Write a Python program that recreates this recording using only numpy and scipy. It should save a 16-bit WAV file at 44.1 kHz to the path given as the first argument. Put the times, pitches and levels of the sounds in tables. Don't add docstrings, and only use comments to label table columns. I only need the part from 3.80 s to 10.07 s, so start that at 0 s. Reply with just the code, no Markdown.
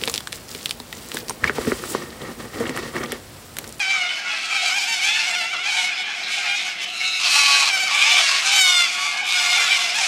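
import sys
import numpy as np
from scipy import signal
from scipy.fft import rfft, irfft
from scipy.io import wavfile
from scipy.ndimage import uniform_filter1d

SR = 44100
rng = np.random.default_rng(int(sys.argv[2]) if len(sys.argv) > 2 else 0)


def voltage_ratio(decibels):
    exponent = np.asarray(decibels, float) / 20
    return 10 ** exponent


def to_wav(s):
    ch = np.atleast_2d(s).T
    pcm = np.round(np.clip(ch, -1, 1) * 32767)
    wavfile.write(sys.argv[1], SR, pcm.astype(np.int16))


N = 276507
THROAT_PEAK_HZ, TOP_HZ = 2300, 16700


# (start [s], length [s], pitch at start [Hz], pitch at end [Hz], level [dB])
POLE_CRIES = [(0, .289, 775, 712, -20.5), (.419, .07, 758, 750, -32), (.7, .368, 748, 745, -23.5),
              (1.074, .131, 788, 712, -23.5), (1.21, .08, 723, 790, -23), (1.838, .262, 760, 735, -23.5),
              (2.158, .072, 748, 732, -25.5), (2.345, .095, 725, 735, -32), (2.529, .04, 750, 742, -28),
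              (2.775, .05, 728, 772, -28), (2.852, .055, 712, 765, -29), (3.012, .036, 735, 790, -33),
              (3.22, .18, 752, 742, -32), (3.879, .219, 775, 735, -21), (4.325, .085, 745, 755, -21),
              (4.719, .349, 775, 685, -17), (5.11, .06, 725, 715, -27), (5.175, .085, 715, 745, -26),
              (5.46, .08, 740, 732, -28), (5.545, .345, 731, 680, -20.5)]
# (time [s], rise [Hz], half width [s])
POLE_FLICKS = [(0, 52, .04), (.13, 32, .09), (.469, -28, .02), (.723, 50, .03), (.763, 55, .025),
               (.8, -12, .03), (.831, -20, .02), (.74, -25, .012), (.866, 48, .045), (.91, -50, .015),
               (.97, 73, .04), (1.045, 55, .045), (1.14, 14, .04), (1.07, -50, .016), (1.2, 70, .018),
               (1.255, 30, .03), (1.885, 85, .04), (1.96, 62, .028), (2.022, -35, .025), (2.345, 125, .04),
               (2.44, 90, .045), (3.885, 60, .04), (3.944, 15, .025), (3.986, -14, .03), (4.008, 35, .02),
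               (4.06, 38, .03), (4.1, -32, .03), (4.37, 45, .035), (4.719, -15, .05), (4.79, 12, .035),
               (5.07, -26, .022), (5.735, 18, .06), (5.9, -45, .06)]
# (time [s], tilt [dB per octave])
POLE_BEAK = [(.15, -3.5), (0.451, -9), (.75, 0.5), (.9, 2), (1.1, 3.5), (1.2, 2.5), (1.26, 4.5), (1.95, -2),
             (2.2, -0.5), (2.55, 1), (2.83, -0.5), (3.03, 7), (3.3, -3), (4.0, 3.1), (4.35, 1.5), (4.72, 5),
             (4.8, 6), (4.93, 3), (5.051, 0.6), (5.2, 0.5), (5.65, 3)]


def pole_bird():
    return cries(POLE_CRIES, POLE_FLICKS, POLE_BEAK)


# (start [s], length [s], pitch at start [Hz], pitch at end [Hz], level [dB])
ROOF_CRIES = [(.09, .18, 705, 685, -30), (.43, .48, 665, 638, -29.5), (.735, .05, 735, 745, -26),
              (.84, .07, 735, 760, -26), (1.28, .1, 682, 720, -25), (1.399, .26, 700, 670, -24),
              (1.659, .211, 680, 672, -25), (1.885, .05, 770, 745, -25), (1.95, .1, 742, 722, -24),
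              (2.08, .085, 745, 670, -27), (2.458, .045, 730, 722, -29), (2.535, .085, 735, 715, -25.5),
              (2.635, .115, 712, 722, -22.5), (3.879, .19, 668, 628, -40), (5.262, .2, 712, 705, -26),
              (5.62, .18, 705, 697, -24)]
# (time [s], rise [Hz], half width [s])
ROOF_FLICKS = [(1.362, 35, .02), (1.478, 50, .035), (1.575, 48, .04), (1.726, 100, .037), (1.803, 55, .02),
               (1.822, 65, .018), (2.482, -40, .025), (2.552, 28, .025), (5.425, 42, .085),
               (5.659, -36, .018), (5.73, 11, .06)]
# (time [s], tilt [dB per octave])
ROOF_BEAK = [
    (.18, -11),
    (.65, -2),
    (1.33, 0),
    (1.55, 2.5),
    (1.72, -1),
    (1.8, -3.5),
    (2.1, -4),
    (2.63, -9),
    (3.97, 3),
    (5.4, -3),
]


def roof_bird():
    return cries(ROOF_CRIES, ROOF_FLICKS, ROOF_BEAK)


# (start [s], length [s], pitch at start [Hz], pitch at end [Hz], level [dB])
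TREE_CRIES = [(.499, .055, 835, 850, -24), (.938, .12, 878, 785, -29), (1.062, .08, 925, 900, -22.5),
              (1.29, .04, 820, 885, -22), (1.345, .065, 880, 885, -21), (1.429, .06, 862, 897, -27),
              (1.505, .06, 830, 770, -24), (1.609, .05, 872, 905, -23), (2.09, .05, 760, 860, -28),
              (2.565, .05, 826, 786, -27), (2.65, .105, 802, 800, -22), (4.175, .135, 745, 915, -18.5),
              (5.77, .08, 755, 764, -24), (5.879, .1, 690, 686, -21.5), (5.985, .11, 686, 683, -29),
              (6.14, .09, 810, 780, -21.5), (6.235, .035, 790, 930, -24)]
# (time [s], rise [Hz], half width [s])
TREE_FLICKS = [(.962, 18, .025), (.99, 135, .03), (1.062, -85, .028), (1.345, -60, .02), (1.372, 25, .03),
               (1.538, 115, .028), (2.645, 90, .035), (2.765, 50, .025), (4.2, -20, .02), (4.275, 30, .03),
               (5.784, 42, .028), (5.821, 45, .03), (5.925, 98, .07), (6.163, 55, .018), (6.19, 140, .022)]
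# (time [s], tilt [dB per octave])
TREE_BEAK = [(.53, -5), (.99, 0), (1.1, 0), (1.46, -1), (1.53, -5), (2.6, -2.5), (4.26, -3.5), (5.8, -2),
             (5.93, 3), (6.03, 5), (6.2, 0)]


def tree_bird():
    return cries(TREE_CRIES, TREE_FLICKS, TREE_BEAK)


# (frequency [Hz], gain [dB])
CRY_THROAT = [(500, -38), (760, -19.5), (1100, -14.5), (1500, -15.5), (1880, -14.5), (2120, -7),
              (2400, -2.5), (2850, -10.5), (3150, -10), (3700, -15), (5000, -17), (7500, -24), (9500, -33),
              (15500, -51.5)]


def cries(calls, flicks, beak):
    out = np.zeros(N)
    for start, length, start_hz, end_hz, level_db in calls:
        at, t, done, ends = span_of(start, length, fade_s=.008)
        flick_hz = pushes(flicks, t)
        pitch_hz = start_hz + (end_hz - start_hz) * done + flick_hz
        pitch_hz = uniform_filter1d(pitch_hz, size=260, mode="nearest")
        effort_db = swell(done, length, attack_s=0.041, attack_db=2.5, release_s=0.049, release_db=1.5)
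        effort_db = effort_db + 0.022 * flick_hz
        bright_db = np.interp(t, *np.transpose(beak))
        gape_db = 2.53 * max(level_db + 19.5, 0)
        voice = overtones(pitch_hz, CRY_THROAT, bright_db, wander=.04 * drift(85, size=len(at)),
                          flutter_db=3.0, count=22, low_db=-.5 * gape_db, gape_db=gape_db)
        throb_db = 1.7 * drift(45, size=len(at))
        rasp_db = 1.4 * drift(260, size=len(at))
        out[at] += voltage_ratio(level_db + effort_db + 3.2 + throb_db + rasp_db) * ends * voice
    return out


def overtones(pitch_hz, throat, bright_db, wander, flutter_db, count, low_db=0, gape_db=0):
    k = np.arange(1, count + 1)[:, None]
    hz = k * pitch_hz[::32]
    octaves = np.log2(hz / THROAT_PEAK_HZ)
    tilt_db = np.broadcast_to(bright_db, pitch_hz.shape)[::32] * np.maximum(octaves, 0)
    steadied = 1 - 0.68 * np.exp(-octaves ** 2 / 0.11)
    shimmer_db = flutter_db * steadied * flutter(36 * 32, count, hz.shape[1])
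    beak_db = gape_db * np.exp(-(np.log2(hz / 3550) / .17) ** 2)
    gain_db = at_hz(throat, hz) + tilt_db + beak_db + shimmer_db + low_db * (k == 1)
    gain = voltage_ratio(gain_db) * (hz < TOP_HZ)
    gain = np.repeat(gain, 32, axis=1)[:, :len(pitch_hz)]
    gain = uniform_filter1d(gain, 32, axis=1)
    phase = 2 * np.pi * np.cumsum(pitch_hz) / SR + wander
    return np.sum(gain * np.sin(k * phase + rng.uniform(0, 2 * np.pi, (count, 1))), axis=0)


# (start [s], length [s], level [dB], attack [s])
SCREECHES = [(0.479, 0.45, -26, 0.18), (1.22, 0.28, -19.5, 0.05), (1.841, 0.24, -25, 0.076),
             (2.46, 0.47, -27, 0.069), (3.075, 0.4, -20.5, 0.22), (3.4, 0.5, -12.5, 0.19),
             (4.1, 0.32, -13, 0.055), (4.4, 0.2, -15, 0.033), (4.62, 0.174, -16.5, 0.042),
             (4.84, 0.57, -24.5, 0.018), (5.441, 0.66, -21, 0.046), (6.14, 0.27, -19.5, 0.086)]
SCREECH_CHAOS = [.7, .55, .7, .7, .4, .56, .6, .45, .62, .7, .82, .7]
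# (pitch at start [Hz], pitch at end [Hz], slow beat [share of pitch], beat depth [0-1])
SCREECH_PITCH = [(1339, 1300, 0.47, 0.92), (832, 900, 0.73, 0.01), (779, 980, 0.19, 0.77),
                 (1109, 1300, .36, 0.44), (1360, 1285, 0.13, 0.46), (1174, 1105, 1 / 4, 0.92),
                 (1144, 1180, 1 / 2, 0.35), (1122, 1075, 1 / 2, 0.72), (731, 845, 0.4, 0.3),
                 (1062, 1180, 0.86, 0.36), (1199, 1080, 0.32, 0.25), (900, 710, 0.88, 0.04)]
# (throat shortening [ratio], brightness [dB per octave], lowest overtone [dB], beak ring [dB])
SCREECH_POSTURE = [(1.07, 1.5, -5, 7.5), (1, 0.5, -14.5, 3), (0.98, 5.5, -8.5, 6), (1.09, 0.5, -20, 4),
                   (1.15, -0.5, -12, 6), (1.01, 3.5, -8.5, 6.5), (0.985, 2, -7.5, 6.5),
                   (1.026, 0.5, -10, 9), (1.04, 3.5, -8, 6.5), (1.044, 3, -3, 4), (1.044, 3, -6, 6.5),
                   (1.06, 6, -5, 0)]
# (beak ring [Hz], windpipe ring [dB])
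SCREECH_RINGS = [(4250, -2), (3500, -9), (4000, -4), (3800, -6), (3950, -3), (4280, -1), (3600, -1),
                 (4600, -1), (3900, -3), (4500, -3), (3600, -3), (3500, -5)]
# (time [s], gain [dB], half width [s])
SURGES = [(.87, 6.5, 0.099), (1.27, 0.5, 0.1), (1.39, 2.5, 0.028), (2.04, 6, 0.14), (2.525, 6, 0.08),
          (2.77, 5, 0.036), (3.62, -0.5, 0.06), (3.55, 3, 0.14), (4.23, -1.5, 0.12), (4.33, 2, 0.023),
          (4.5, -1.5, 0.058), (4.84, 5.5, 0.19), (5.24, 4, 0.088), (5.54, 1.5, 0.2)]
# (frequency [Hz], gain [dB])
SCREECH_THROAT = [(450, -20), (720, -5.5), (1140, -0.5), (1950, -13), (2300, 2), (2700, -3), (3400, -7.5),
                  (4150, -11), (4900, -12), (5900, -14), (7000, -18), (8100, -21.5), (10500, -32),
                  (15500, -50)]
# (frequency [Hz], gain [dB])
FLAT = [
    (100, 0),
    (20000, 0),
]


def screeches():
    out = np.zeros(N)
    for call, chaos, membranes, posture, rings in zip(
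            SCREECHES, SCREECH_CHAOS, SCREECH_PITCH, SCREECH_POSTURE, SCREECH_RINGS):
        start, length, level_db, attack_s = call
        start_hz, end_hz, share, depth = membranes
        shorter, bright_db, low_db, gape_db = posture
        beak_hz, pipe_db = rings
        at, t, done, ends = span_of(start, length, fade_s=.015)
        size = len(at)
        effort_db = swell(done, length, attack_s, attack_db=10, release_s=0.095, release_db=6)
        effort_db = effort_db + pushes(SURGES, t)
        chaos = np.clip(chaos - .06 * effort_db + .07 * drift(7, size), 0, 1)
        pitch_hz = np.linspace(start_hz, end_hz, size) * (1 + 0.00626 * drift(16.0, size))
        beat = np.sin(2 * np.pi * np.cumsum(share * pitch_hz) / SR)
        beat = depth * voltage_ratio(.7 * drift(19.0, size)) * beat
        slip = 1.2 * chaos ** 2 * drift(148, size)
        source = overtones(pitch_hz, FLAT, 0, beat + slip, flutter_db=3.5, count=14, low_db=low_db)
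        source = source * voltage_ratio(4.7 * chaos * drift(790, size))

        hz = np.maximum(np.arange(size // 2 + 1) * SR / size, 1)
        stretch = np.array([[1.035], [.965]])
        throat_db = at_hz(SCREECH_THROAT, hz / shorter / stretch)
        throat_db = throat_db + bright_db * np.maximum(np.log2(hz / THROAT_PEAK_HZ), 0)
        throat_db = throat_db + gape_db * np.exp(-(np.log2(hz / beak_hz / stretch) / .11) ** 2)
        throat_db = throat_db + pipe_db * np.exp(-(np.log2(hz / 1150) / .35) ** 2)
        drawn_in, stretched = irfft(rfft(source * ends) * voltage_ratio(throat_db), size)
        reach = np.clip(done + .25 * drift(15, size), 0, 1)
        voice = (1 - reach) * drawn_in + reach * stretched
        out[at] += voltage_ratio(level_db + effort_db - 3.0) * rms_one(voice)
    return out


# (time [s], level [dB], brightness [dB per octave])
CHORUS = [(0, -42, 3), (.35, -41.5, -0.5), (.7, -46, -5), (1, -42, 4), (1.7, -45, -3), (2.3, -42, -2),
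          (3, -44, 0), (3.33, -46, 0), (3.5, -37, 3.5), (4, -43, -1.5), (4.301, -34, 2.5), (4.9, -42, 2),
          (5.4, -43, -4), (5.8, -38, -2), (6.27, -38.5, 3.5)]


def chorus(count):
    s, level_db, bright_db = np.transpose(CHORUS)
    out = np.zeros(N)
    for k, (late, long, high, fast, loud, turn) in enumerate(rng.random((count, 6))):
        start = (k + late) * (N / SR + .3) / count - .3
        at, t, done, ends = span_of(start, .15 + .3 * long, fade_s=.03)
        size = len(at)
        if size < 64:
            continue
        swing = .055 * turn * np.sin(2 * np.pi * ((9 + 5 * fast) * t + late))
        pitch_hz = (690 + 190 * high ** 1.8) * (1 - .07 * done + swing)
        wander = .18 * (drift(604, size) + 6.1 * drift(20.9, size))
        voice = overtones(pitch_hz, CRY_THROAT, np.interp(t, s, bright_db), wander,
                          flutter_db=8.0, count=20, low_db=-1.5)
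        out[at] += voltage_ratio(5.2 * loud + 5.0 * drift(44, size)) * ends * voice
    even = out / np.sqrt(uniform_filter1d(out ** 2, size=9000) + 1e-9)
    return voltage_ratio(np.interp(np.arange(N) / SR, s, level_db) + 13.5) * even


def scatter(x, t60, dull_hz):
    t = np.arange(SR // 2) / SR
    tail = rng.standard_normal(len(t)) * voltage_ratio(-60 * t / t60) * (t > .006)
    tail = signal.lfilter(*signal.butter(1, dull_hz, fs=SR), tail)
    return signal.fftconvolve(x, tail / np.sqrt(np.sum(tail ** 2)))[:N]


# (frequency [Hz], density [dB per Hz])
TRAFFIC = [(18, -61), (30, -32.5), (188, -1), (244, -3.5), (335, -2.5), (393, 1.5), (472, -11.5),
           (560, -13), (730, 7), (1230, -120)]
# (frequency [Hz], level [dB rms])
HUM = [
    (209.9, -66),
    (312.2, -63.5),
]


def traffic():
    hz = np.maximum(np.arange(N // 2 + 1) * SR / N, 1)
    rumble = rms_one(irfft(rfft(rng.standard_normal(N)) * voltage_ratio(at_hz(TRAFFIC, hz)), N))
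    out = voltage_ratio(-52) * rumble
    for hum_hz, level_db in HUM:
        phase = 2 * np.pi * hum_hz * np.arange(N) / SR + 1.4 * drift(3.7, size=N)
        out = out + voltage_ratio(level_db + 2.5) * np.sin(phase)
    return out


def span_of(start, length, fade_s):
    first = max(int((start - fade_s) * SR), 0)
    last = min(int((start + length + fade_s) * SR), N)
    at = np.arange(first, last)
    t = at / SR
    to_edge = np.minimum(t - start + fade_s, start + length + fade_s - t)
    ends = np.clip(to_edge / (2 * fade_s), 0, 1)
    return at, t, np.clip((t - start) / length, 0, 1), np.sin(ends * np.pi / 2)


def swell(done, length, attack_s, attack_db, release_s, release_db):
    attack = attack_db * np.maximum(1 - done * length / attack_s, 0)
    release = release_db * np.maximum(1 - (1 - done) * length / release_s, 0)
    return -attack - release


def pushes(rows, t):
    out = np.zeros(len(t))
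    for s, height, width in rows:
        near = np.maximum(1 - np.abs(t - s) / width, 0)
        out += height * np.sin(np.pi / 2 * near) ** 2
    return out


def drift(rate_hz, size):
    r = np.exp(-2 * np.pi * rate_hz / SR)
    noise = rng.standard_normal(size + 4000)
    return rms_one(signal.lfilter([1], [1, -2 * r, r * r], noise)[4000:])


def flutter(rate_hz, count, size):
    knots = rng.standard_normal((count, 300))
    return np.array([np.interp(np.arange(size) * rate_hz / SR, np.arange(300), row) for row in knots])


def at_hz(points, hz):
    points_hz, points_db = np.transpose(points)
    return np.interp(np.log(hz), np.log(points_hz), points_db)


def rms_one(x):
    return x / np.sqrt(np.mean(x ** 2) + 1e-20)


def scene():
    near = pole_bird() + roof_bird() + tree_bird() + screeches()
    far = chorus(count=85)
    wet = scatter(voltage_ratio(-15) * near + voltage_ratio(-3.5) * far, t60=.32, dull_hz=5000)
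    low_cut = signal.butter(4, 460, "high", fs=SR, output="sos")
    birds = signal.sosfilt(low_cut, near + voltage_ratio(-6.5) * far + wet)
    return (birds + traffic())[None]


def low_pass(x):
    return signal.sosfilt(signal.butter(12, 15480, fs=SR, output="sos"), x)


def record(dry):
    x = dry + voltage_ratio(-63) * rng.standard_normal(dry.shape)
    x = 1.5 * np.tanh(x / 1.5)
    x = signal.sosfilt(signal.butter(2, 60, "high", fs=SR, output="sos"), x)
    x = signal.sosfilt(signal.cheby2(10, 60, TOP_HZ, fs=SR, output="sos"), x)
    return low_pass(x)


dry = scene()
out = record(dry)
to_wav(out)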